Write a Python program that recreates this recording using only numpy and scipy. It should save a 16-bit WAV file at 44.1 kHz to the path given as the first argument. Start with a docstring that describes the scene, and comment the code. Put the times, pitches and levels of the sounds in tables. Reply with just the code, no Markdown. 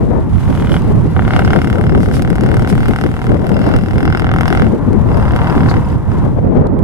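"""A loose strap flutters close by in bouts of rapid snaps that harden as the wind pulls it taut.
Each whip of its free end rings, crackles and sizzles, and the strap scrapes as it drags.
Gusts buffet both microphone ports (the left and right openings) here at the airfield fence.
Behind them the jet roar of an airliner rolling far down a runway swells and fades,
and dry grass hisses and ticks."""
import sys
import numpy as np
from scipy import signal
from scipy.fft import rfft, irfft, next_fast_len
from scipy.io import wavfile
from scipy.ndimage import uniform_filter1d, map_coordinates

SR = 44100
rng = np.random.default_rng(int(sys.argv[2]) if len(sys.argv) > 2 else 0)


def wav_out(sig):
    """Save sig, one row per channel (or a flat mono array), as 16-bit PCM at SR to the path in sys.argv[1]."""
    wavfile.write(sys.argv[1], SR, np.round(np.clip(np.atleast_2d(sig).T, -1, 1) * 32767).astype(np.int16))


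N = 301379
TIME = np.arange(N) / SR

# Levels in the tables are relative: each source adds its own gain.
# How fast the strap whips, one list for each bout: time_s, snap_rate_hz
FLUTTER_BOUTS = [
    [(.334, 41.4), (.55, 41.5), (.78, 42.5), (.788, 42.5)],
    [(1.165, 35.0), (1.46, 35.5), (1.75, 36.0), (2.04, 36.6), (2.34, 37.4), (2.63, 37.9), (2.92, 38.6),
     (3.21, 39.4), (3.51, 40.4), (3.8, 41.1), (4.09, 41.8), (4.38, 42.5), (4.68, 42.8)],
    [(5.089, 36.6), (5.226, 36.4), (5.5, 37.0), (5.97, 37.6)],
    [(6.117, 37.0), (6.3, 37.0)],
]
# The strap pulls taut and holds until it slips. Slack fades over pull_s, leaving the last four values:
# start_s, pull_s, slack_db, snap_db, crackle_db, sizzle_db, ring_tilt_db_per_octave
PULLS = [(.32, 0.45, 14.5, -18, -38, -53, 13.5), (1.15, 0.29, 6.5, -14, -41.5, -50, 2.5),
         (1.55, 0.31, -7, -21, -41, -46.5, -3), (1.99, 1.0, 4.5, -17, -35.5, -50, -2.5),
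         (3.08, 0.11, 2.5, -22, -41, -50, -4.5), (3.35, 0.2, 9, -20.5, -39, -44, 1),
         (3.8, 0.36, 10, -15.5, -35.5, -39, 0.5), (4.2, 0.15, 2, -13, -38, -42.5, -.5),
         (5.08, 0.32, 9, -15.5, -54.5, -40, 5), (5.51, 0.11, 2, -18, -61, -45, -5),
         (5.78, 0.16, 4, -29, -61, -51.5, 2), (6.1, 0.051, -8, -33, -56, -62, -3)]
# Single whips that stand out: time_s, extra_snap_db, extra_crackle_db, extra_sizzle_db
ACCENTS = [(.719, 1.5, -4, -1), (.743, 3, -5, 5), (.767, 3, 0, 5), (1.165, 4, -5, -4), (1.193, 5.5, -5, -2),
           (1.222, -2.5, -1, -4), (1.249, 3, -2, -2), (1.307, 1.5, -4, 0), (1.335, 6, 2, 0),
           (1.364, 5.5, 8, 8), (1.392, 6, 6, 6), (1.42, -3.5, 0, -2), (1.449, -1, 12, 19),
           (1.477, 3.5, 7, 8), (1.505, 3.5, 6, 15), (1.533, 5.5, 9, 12), (1.955, 5.5, -6, -5),
           (2.224, -2, 10, 14), (2.302, -1, 6.5, 4), (2.355, 0, 7.5, -3), (2.675, -1, 5, 4),
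           (2.961, 0, 7.5, 4), (3.012, 0.5, 6.5, 8), (3.04, 1, 1, -2), (3.216, 4, -1, 8),
           (3.54, -5, 1, 6.5), (3.665, 1, 5.5, 5), (3.715, 3.5, -2, 0), (3.74, 5, -5, 2),
           (3.765, 5.5, 8, 2), (3.98, 4.5, 9, 10), (4.08, 4.5, -10, 4), (4.149, 3, 0, -4),
           (4.22, 0.5, 2, -2), (4.291, -1, -8, -7), (4.315, 2.5, 0, -6), (4.41, 2.5, 6, 5),
           (4.48, 1, 8, 10), (4.527, 2.5, 0, 1), (4.573, 6.5, -5, 12), (4.62, 2.5, 0, 1),
           (4.645, -9, -12, -7), (5.365, 2, 23.5, 3), (5.85, -3, -4, 6)]
# The tones that ring after a snap: pitch_hz, level_db, time_to_fade_60_db_s
STRAP_TONES = [(246, -7.5, 0.056), (493, -9.5, 0.099), (773, -5, 0.057), (1315, -21, 0.036),
               (1516, -27, 0.21), (2043, -24, 0.057), (2240, -16, .04), (2720, -15.5, 0.031),
               (2880, -22.5, 0.035), (3030, -26, 0.034)]
# The pitch of the strap's edge sinks as it loosens: time_s, pitch_ratio
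EDGE_TUNING = [(.8, 1.08), (1.15, 1.025), (3.5, 1.0), (4.6, 1.005), (5.3, .985)]
# How much later the strap is heard on the left: time_s, lag_s
PORT_LAG = [(.5, 0.000053), (2, 0.00014), (4.5, 0.00016)]
# The strap drags over its support: time_s, level_db, half_length_s
SCRAPES = [(.84, -40, 0.065), (1.1, -40, 0.04), (1.35, -28.5, 0.049), (1.54, -35, 0.051), (2.47, -35, 0.1),
           (2.85, -34.5, 0.047), (3.68, -30.5, 0.069), (4.58, -38, 0.072), (5.45, -40, 0.13),
           (6.22, -49, 0.048)]
# Bright rasps among the snaps: time_s, level_db, half_length_s
RASPS = [(0.743, -50.5, 0.031), (2.035, -54, 0.034), (2.158, -43.5, 0.021), (2.701, -43, 0.01),
         (5.19, -60, 0.048)]
# Big eddies (swirls of air) hit the ports: time_s, level_db, half_length_s, left_minus_right_db
BUFFETS = [(0.011, -15.5, 0.05, 2), (0.19, -19, 0.019, -18.0), (0.352, -17, 0.028, -20),
           (0.488, -13, 0.019, -5.5), (0.89, -15, 0.22, -20), (0.908, -22, 0.022, 18.0),
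           (1.413, -15.5, 0.093, -1), (1.991, -17.5, 0.17, -4.5), (2.476, -17, 0.075, 7),
           (2.811, -16.5, 0.052, -10), (2.905, -17, 0.017, 18.0), (2.971, -27, 0.015, -18.0),
           (3.085, -34, 0.014, 18.0), (3.303, -14.5, 0.025, -7.5), (3.617, -18.5, 0.037, -6),
           (3.763, -12.5, 0.016, -14.0), (3.976, -19, 0.018, -16), (4.097, -17.5, 0.022, -12),
           (4.295, -20, 0.052, -18.0), (4.434, -19.5, 0.1, 18.0), (4.645, -17.5, 0.038, -6),
           (5.14, -13, 0.14, 8), (5.728, -15, 0.097, -1), (5.957, -11.5, 0.012, -10.0),
           (6.106, -17, 0.024, -18.0), (6.209, -19.5, 0.11, -11), (6.363, -20, 0.015, 18.0),
           (6.488, -23, 0.057, -13), (6.595, -13, 0.015, -18.0), (6.813, -13.5, 0.02, -7)]
# Gusts of smaller eddies: time_s, level_db, half_length_s, left_minus_right_db, swish_db
GUSTS = [(0.027, -20.5, 0.038, 17, -28), (0.153, -17.0, 0.035, 29, -22.0), (0.5, -14.5, 0.011, -1, -27.0),
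         (0.636, -20, 0.016, 3, -45), (0.722, -16, 0.011, -1, -39), (0.908, -18, 0.015, 18.0, -28),
         (0.968, -22.5, 0.024, 1, -37), (1.055, -21, 0.014, -2, -36), (1.366, -18.5, 0.03, 14, -25.5),
         (1.562, -17, 0.013, 20, -20.5), (1.587, -20.5, 0.131, 15, -42.0), (1.79, -22.5, 0.025, 26, -22),
         (1.857, -25, 0.02, -18.0, -42.0), (1.972, -17, 0.024, 4.0, -31), (1.98, -21.5, 0.093, 18.0, -27.5),
         (2.181, -17, 0.032, 8.0, -42.0), (2.33, -19, 0.014, 16.0, -34), (2.528, -21.5, 0.076, 16, -25),
         (2.723, -16.5, 0.015, 18.0, -40), (2.825, -23, 0.016, 18.0, -38), (2.9, -17.5, 0.014, 18.0, -42.0),
         (3.068, -20, 0.023, 18.0, -45), (3.324, -16.5, 0.024, 10, -21.5), (3.438, -21, 0.02, 18.0, -21),
         (3.477, -25.5, 0.018, -18.0, -40), (3.551, -14, 0.036, 22, -25.5),
         (3.67, -23, 0.018, -18.0, -42.0), (3.695, -16.5, 0.042, 16.0, -21), (3.824, -21, 0.019, 20, -42.0),
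         (3.99, -22.0, 0.014, -7, -45), (4.051, -20.5, 0.033, 6, -42.0), (4.245, -21.5, 0.016, 9, -33),
         (4.673, -23.0, 0.29, 21, -38), (4.698, -26, 0.017, -18.0, -28), (4.749, -14, 0.013, 9, -38),
         (4.932, -18.5, 0.022, 17, -39.5), (5.147, -34, 0.061, 3, -24.5), (5.34, -18, 0.016, 18.0, -42.0),
         (5.578, -20.5, 0.059, 5, -34), (5.748, -22.5, 0.013, -18.0, -44), (5.772, -19, 0.015, 10, -44),
         (5.91, -29, 0.044, -18.0, -40), (6.128, -17.5, 0.0089, 18.0, -42.0), (6.261, -23, 0.021, 16, -23),
         (6.38, -31, 0.014, 18.0, -27), (6.457, -16.0, 0.014, -4.5, -23.5), (6.57, -16.5, 0.056, 19, -23.0),
         (6.74, -22.5, 0.124, -24, -28)]
# The breeze drops for a moment: time_s, depth_db, half_length_s
LULLS = [(0.4, 4, 0.035), (2.99, 3, 0.025), (3.177, 2.5, 0.11), (4.8, 12, 0.016), (5.843, 8, 0.029),
         (6.023, 5.5, 0.049)]
# How loud the jet is: time_s, level_db
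JET_LEVEL = [(0, -35.5), (.75, -30), (1.0, -30), (2, -37), (4, -35), (4.85, -29.5), (5.55, -22), (5.9, -27),
             (6.02, -32.5), (6.22, -27.5), (6.45, -42), (6.83, -35.5)]
# How loud the grass is: time_s, level_db
GRASS_LEVEL = [(0.0, -57), (0.26, -61), (0.36, -53), (0.54, -50.5), (1.07, -56), (1.53, -50.5), (1.73, -55),
               (2.3, -59), (2.75, -52.5), (3.33, -56.5), (3.9, -56.5), (4.3, -59), (4.6, -52), (4.82, -60),
               (5.59, -51), (5.93, -56.5), (6.01, -61.5), (6.18, -56), (6.33, -62), (6.76, -76)]
# Small dry ticks: start_s, level_db, left_minus_right_db, decay_s
TICKS = [(.821, -40.5, 1, .0005), (4.931, -38, 14, 0.00047), (5.173, -38, 2, 0.00056),
         (5.321, -38, -1, 0.00046), (6.550, -47, -17, .0006), (6.611, -47, -9, 0.00091),
         (6.670, -44.5, 23, 0.0012), (6.791, -41.5, -12, 0.00066)]

# A colour says how strong a sound is from bass to treble. 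Each one lists: pitch_hz, level_db
SNAP_COLOUR = [(150, -2), (400, -1.5), (800, 4), (1400, 5.5), (2100, 1), (2480, -12), (3300, -8),
               (4200, -22.5), (5100, -37), (6200, -77), (14000, -58)]
CRACKLE_COLOUR = [(1500, 10), (3000, 11), (4200, 8), (5300, 11), (6500, 2), (9000, 5.5), (11000, 6),
                  (13000, -3.5), (15500, -29)]
SIZZLE_COLOUR = [(2300, -23), (2500, -15), (2700, 13), (2900, -2), (3200, -10), (3700, -9), (4600, -14),
                 (5020, 6), (5300, -4.5), (5700, -22), (6800, -31)]
SCRAPE_COLOUR = [(300, -8), (800, 6), (1150, -7), (1450, 3.5), (1800, -7), (2100, -1), (2470, -18),
                 (2750, -4), (3200, -19), (4200, -16), (5100, -16), (6200, -31.5), (11000, -34),
                 (15000, -41)]
BUFFET_COLOUR = [(12, -13), (25, -14), (40, -6), (65, -0.5), (120, 0.5), (170, -5.5), (240, -12),
                 (400, -41), (900, -81.5)]
GUST_COLOUR = [(90, -29), (160, 0), (230, -0.5), (330, -4), (500, -11.5), (750, -22.5), (1200, -45),
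               (2000, -41), (3500, -64), (7000, -73), (15000, -95)]
SWISH_COLOUR = [(200, -10), (380, 7), (550, 4.5), (850, -2.5), (1400, -14), (2500, -35.5), (4500, -47),
                (9000, -79), (15000, -64)]
JET_COLOUR = [(60, 12.5), (300, 0.5), (550, 5.5), (700, 5), (950, 10.5), (1400, -1), (2000, -8),
              (2600, -22.5), (4000, -31), (7000, -54), (15000, -61)]
GRASS_COLOUR = [(800, 2), (2000, 18.5), (3200, 15), (4500, 8.5), (6500, 6), (9000, 5), (11000, 5),
                (13000, 0), (15500, -40)]
TICK_COLOUR = [(800, 5), (2500, 10), (4500, -0.5), (6500, -2.5), (11000, -5.5), (15000, -15)]
SCUFF_COLOUR = [(2500, -37), (3800, -3), (4500, 5), (5600, -7), (7000, -12), (14000, -26)]


def strap(snap_gain_db, sizzle_gain_db):
    """Each whip makes a dip in air pressure that snaps, rings and rustles, while the edge crackles."""
    snap_db, crackle_db, sizzle_db, tilt_db = tension()
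    extra_snap_db, extra_crackle_db, extra_sizzle_db = accents()
    pulses = whips(scatter_db=1.1, jitter_s=.00004)
    blows = -pulses * undb(snap_db + extra_snap_db + snap_gain_db)
    snaps = snap(blows + rattle(blows, rate_hz=400, gain_db=-20))
    rings = ringing(blows, tilt_db, gain_db=-5)
    rustle = bursts(np.abs(blows), rise_s=.00092, decay_s=.0098) * noise(SNAP_COLOUR) * undb(-30)
    crackles = crackle(pulses * undb(crackle_db + extra_crackle_db))
    sizzles = sizzle(pulses * undb(sizzle_db + extra_sizzle_db + sizzle_gain_db))
    return (at_ports(snaps + rings) + rustle + crackles + sizzles) * pan(.66)


def tension(stall_s=.03, stall_db=18):
    """A slack strap is quieter and duller than a taut one; it goes slack as each bout ends."""
    pulls = np.array(PULLS)
    current = np.maximum(np.searchsorted(pulls[:, 0], TIME) - 1, 0)
    start_s, pull_s, slack_db, snap_db, crackle_db, sizzle_db, tilt_db = pulls[current].T
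    slack = slack_db * np.clip(1 - (TIME - start_s) / pull_s, 0, 1)
    for bout in FLUTTER_BOUTS:
        slack += stall_db * np.clip(1 - np.abs(TIME - bout[-1][0]) / stall_s, 0, 1) ** 2
    return snap_db - slack, crackle_db - .94 * slack, sizzle_db - slack, tilt_db - .85 * slack


def accents(reach_s=.012):
    """Some whips snap, crackle or sizzle harder or softer than their neighbours."""
    extra_db = np.zeros((3, N))
    for time_s, snap_db, crackle_db, sizzle_db in ACCENTS:
        extra_db[:, np.abs(TIME - time_s) < reach_s] = [[snap_db], [crackle_db], [sizzle_db]]
    return extra_db


def whips(scatter_db, jitter_s):
    """One pulse for each whip of the strap's free end, slightly uneven in strength and time."""
    starts = []
    for bout in FLUTTER_BOUTS:
        blowing = (TIME >= bout[0][0]) & (TIME < bout[-1][0])
        whip_count = np.ceil(np.cumsum(curve(bout) * blowing) / SR)
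        starts.extend(np.flatnonzero(np.diff(whip_count, prepend=0)))
    late, strength = rng.standard_normal((len(starts), 2)).T
    pulses = np.zeros(N)
    pulses[(starts + late * jitter_s * SR).astype(int)] = undb(scatter_db * strength)
    return pulses


def snap(blows, split_hz=1500, echo_s=.001383, echo_share=.37):
    """The strap lies differently for each snap, dull or bright; a hard surface beside it echoes."""
    plain = tint(blows, SNAP_COLOUR)[0]
    lows = signal.sosfilt(signal.butter(1, split_hz, fs=SR, output="sos"), plain)
    bright_db = .8 * wander(40)[0]
    varied = lows * undb(-bright_db) + (plain - lows) * undb(bright_db)
    share = np.clip(echo_share + .06 * wander(30)[0], 0, .8)
    return sum(share ** bounce * delay(varied, bounce * echo_s) for bounce in range(3))


def rattle(blows, rate_hz, gain_db):
    """The loose end chatters in weak, irregular taps around each whip."""
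    taps = (rng.random(N) < rate_hz / SR) * rng.standard_normal(N)
    return taps * undb(gain_db) * bursts(np.abs(blows), rise_s=.0046, decay_s=.016)


def ringing(blows, tilt_db, gain_db, uneven_db=1.8, detune=.007, edge_from_hz=1800, size=3000):
    """Each whip sets off fading tones, tuned and balanced a little differently as the strap shifts."""
    pitch_hz, level_db, fade_s = np.transpose(STRAP_TONES)
    age_s = np.arange(size) / SR
    decays = np.exp(-np.log(1000) * age_s / fade_s[:, None])
    decays /= np.sqrt(np.sum(decays ** 2, axis=1, keepdims=True) / 2)  # same energy for every tone
    rings, edge_ratio = np.zeros(N + size), curve(EDGE_TUNING)
    for i in np.flatnonzero(blows):
        tuning, balance = rng.standard_normal((2, len(pitch_hz)))
        weights = undb(level_db + tilt_db[i] * np.log2(pitch_hz / 1400) + uneven_db * balance)
        tuned_hz = pitch_hz * np.where(pitch_hz > edge_from_hz, edge_ratio[i], 1) * (1 + detune * tuning)
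        waves = np.sin(2 * np.pi * np.outer(tuned_hz, age_s))
        rings[i:i + size] += blows[i] * weights @ (decays * waves)
    return rings[:N] * undb(gain_db)


def crackle(pulses, tip_db=19, edge_db=-5, uneven_db=1.5, grain_db=3):
    """The strap's tip gives one sharp click in each whip, and its edge crackles around it."""
    flicks = pulses * undb(uneven_db * wander(30)[0])
    click = tint(flicks, CRACKLE_COLOUR)[0] * undb(tip_db)
    envelope = bursts(flicks, rise_s=.0017, decay_s=.0047) * undb(edge_db + grain_db * wander(2500))
    hiss = noise(CRACKLE_COLOUR, channels=1) + .62 * noise(CRACKLE_COLOUR)
    return at_ports(click) + envelope * hiss


def sizzle(pulses, uneven_db=1.5):
    """The edge sizzles at each whip, and its pitch sinks as it loosens."""
    envelope = bursts(pulses * undb(uneven_db * wander(15)[0]), rise_s=.00054, decay_s=.0074)
    position = np.cumsum(curve(EDGE_TUNING))  # reading the noise more slowly lowers its pitch
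    hiss = [map_coordinates(side, [position], mode="mirror") for side in noise(SIZZLE_COLOUR)]
    return envelope * np.array(hiss)


def scrapes(gain_db, catch_db):
    """The dragging strap catches and slips in fine grains that make it ring."""
    drag = humps(SCRAPES)
    grains = rng.standard_normal((3, N)) * undb(catch_db * wander(500))
    shared, *each_port = normalise(tint(grains * drag, SCRAPE_COLOUR)) * np.sqrt(np.mean(drag ** 2))
    return (at_ports(shared) + np.array(each_port)) * undb(gain_db)


def rasps(gain_db):
    """Short spurts of gritty hiss among the snaps."""
    return noise(CRACKLE_COLOUR) * humps(RASPS) * undb(gain_db + 1.3 * wander(700))


def wind(windward_db=7):
    """Big eddies thump, small ones rumble and the finest swish; the last two favour the left port."""
    gusts = [row[:4] for row in GUSTS]
    swishes = [(time_s, swish_db, half_s, left_db) for time_s, _, half_s, left_db, swish_db in GUSTS]
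    big = wind_strength(BUFFETS, breeze_db=-20, breeze_left_db=-.4)
    small = wind_strength(gusts, breeze_db=-25, breeze_left_db=windward_db, wander_db=.6)
    fine = wind_strength(swishes, breeze_db=-54, breeze_left_db=windward_db, wander_db=2.8, wander_hz=13)
    return (eddies(big, BUFFET_COLOUR, gain_db=5, flicker_hz=25.88, flicker_db=.75)
            + eddies(small, GUST_COLOUR, gain_db=5, flicker_hz=59.9, flicker_db=1.62)
            + eddies(fine, SWISH_COLOUR, gain_db=4, flicker_hz=90.2, flicker_db=1.84))


def wind_strength(gusts, breeze_db, breeze_left_db, wander_db=0, wander_hz=10):
    """How hard it blows at each port: a breeze with lulls, and gusts that swell and pass on top."""
    lull_db = sum(depth_db * hump(time_s, half_s) for time_s, depth_db, half_s in LULLS)
    drift_db = wander_db * wander(wander_hz, channels=2)
    power = (undb(breeze_db - lull_db + drift_db) * pan(breeze_left_db)) ** 2
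    for time_s, level_db, half_s, left_db in gusts:
        power += (undb(level_db) * pan(left_db)) ** 2 * hump(time_s, half_s)
    return np.sqrt(power)


def eddies(strength, colour, gain_db, flicker_hz, flicker_db):
    """Swirling air strikes each port on its own, in quick uneven puffs."""
    puffs = normalise(noise(colour) * undb(flicker_db * wander(flicker_hz, channels=2)))
    return puffs * undb(gain_db) * strength


def jet(gain_db, waver_db):
    """The far exhaust roar reaches both ports nearly alike and wavers in the moving air."""
    roar = noise(JET_COLOUR, channels=1) + .14 * noise(JET_COLOUR)
    roar[0] = delay(roar[0], lag_s=.0001)  # the aircraft is off to the right
    return normalise(roar) * undb(curve(JET_LEVEL) + gain_db + waver_db * wander(20)) * pan(.72)


def grass(gain_db, flicker_db):
    """Dry stalks rub in the wind: a fine, flickering hiss."""
    return noise(GRASS_COLOUR) * undb(curve(GRASS_LEVEL) + gain_db + flicker_db * wander(120))


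def ticks(gain_db):
    """Dry ticks close by: tiny bursts of noise that start at once and die fast."""
    envelope = np.zeros((2, N))
    for start_s, level_db, left_db, decay_s in TICKS:
        start = int(start_s * SR)
        fade = np.exp(-np.minimum(TIME[:N - start] / decay_s, 20))
        envelope[:, start:] += pan(left_db) * undb(level_db + gain_db) * fade
    return tint(envelope * rng.standard_normal(N), TICK_COLOUR)


def scuff(time_s, level_db, half_s, left_db):
    """One short, bright scuff of noise."""
    return noise(SCUFF_COLOUR) * undb(level_db) * hump(time_s, half_s) * pan(left_db)


def undb(db):
    """Turn decibels into a number to multiply by."""
    return 10 ** (np.asarray(db) / 20)


def curve(table):
    """Join (time_s, value) points with straight lines."""
    return np.interp(TIME, *np.transpose(table))


def normalise(x):
    """Scale to an average power of 1."""
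    return x / np.sqrt(np.mean(x ** 2))


def colour_gains(colour, size):
    """The gain a colour gives each frequency in a spectrum."""
    pitch_hz, level_db = np.transpose(colour)
    bin_hz = np.arange(size // 2 + 1) * SR / size
    return undb(np.interp(np.log(bin_hz + 1), np.log(pitch_hz), level_db))


def noise(colour, channels=2):
    """A separate noise of this colour for each channel."""
    size = next_fast_len(N, True)
    spectrum = rfft(rng.standard_normal((channels, size))) * colour_gains(colour, size)
    return normalise(irfft(spectrum, size)[:, :N])


def tint(x, colour, size=2048):
    """Filter x so that each pulse leaves a short ring of this colour."""
    cepstrum = irfft(np.log(colour_gains(colour, size)))
    cepstrum[1:size // 2] *= 2  # folding onto the first half puts the ring after the pulse
    cepstrum[size // 2 + 1:] = 0
    response = irfft(np.exp(rfft(cepstrum)))
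    return signal.oaconvolve(np.atleast_2d(x), response[None] / np.linalg.norm(response), axes=1)[:, :N]


def wander(rate_hz, channels=1):
    """Drift from one random value to the next, rate_hz times a second."""
    step = max(int(SR / rate_hz), 1)
    stairs = np.repeat(rng.standard_normal((channels, N // step + 2)), step, axis=1)
    return 2.11 * uniform_filter1d(stairs, step)[:, :N]


def delay(x, lag_s):
    """Make x later by a steady or moving lag."""
    return np.interp(TIME - lag_s, TIME, x, left=0)


def at_ports(x):
    """The strap's sound reaches the left port just after the right."""
    return np.array([delay(x, curve(PORT_LAG)), x])


def pan(left_db):
    """Left and right gains, left_db apart, that keep the total power the same."""
    pair = undb(np.reshape([left_db, -left_db], (2, 1)) / 2)
    return normalise(pair)


def bursts(pulses, rise_s, decay_s, size=2048):
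    """An envelope (a loudness outline) that swells into each pulse and dies after it."""
    age_s = np.arange(-size, size + 1) / SR
    return signal.oaconvolve(pulses, np.exp(np.minimum(age_s / rise_s, -age_s / decay_s)), mode="same")


def hump(time_s, half_s):
    """A bell-shaped swell that peaks at time_s."""
    return np.exp(-.5 * ((TIME - time_s) / half_s) ** 2)


def humps(rows):
    """One swell for each row, added up."""
    return sum(undb(level_db) * hump(time_s, half_s) for time_s, level_db, half_s in rows)


def scene():
    """The strap and the wind in front, the jet and the grass behind."""
    flutter = strap(snap_gain_db=20, sizzle_gain_db=5.5)
    small_sounds = ticks(gain_db=15) + rasps(gain_db=12.5)
    small_sounds += scuff(time_s=5.703, level_db=-31, half_s=.012, left_db=21)
    front = flutter + scrapes(gain_db=-1, catch_db=.5) + wind()
    return front + jet(gain_db=1, waver_db=.6) + grass(gain_db=10, flicker_db=1.12) + small_sounds


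def record(dry):
    """Round off the loudest peaks, fade in quickly and cut the highest treble."""
    fade_s, top_hz = .004, 15300
    rounded = dry / (1 + dry ** 16) ** (1 / 16)
    fade_in = np.minimum(TIME / fade_s, 1)
    return signal.sosfilt(signal.ellip(8, .2, 70, top_hz, fs=SR, output="sos"), rounded * fade_in)


dry = scene()
out = record(dry)
wav_out(out)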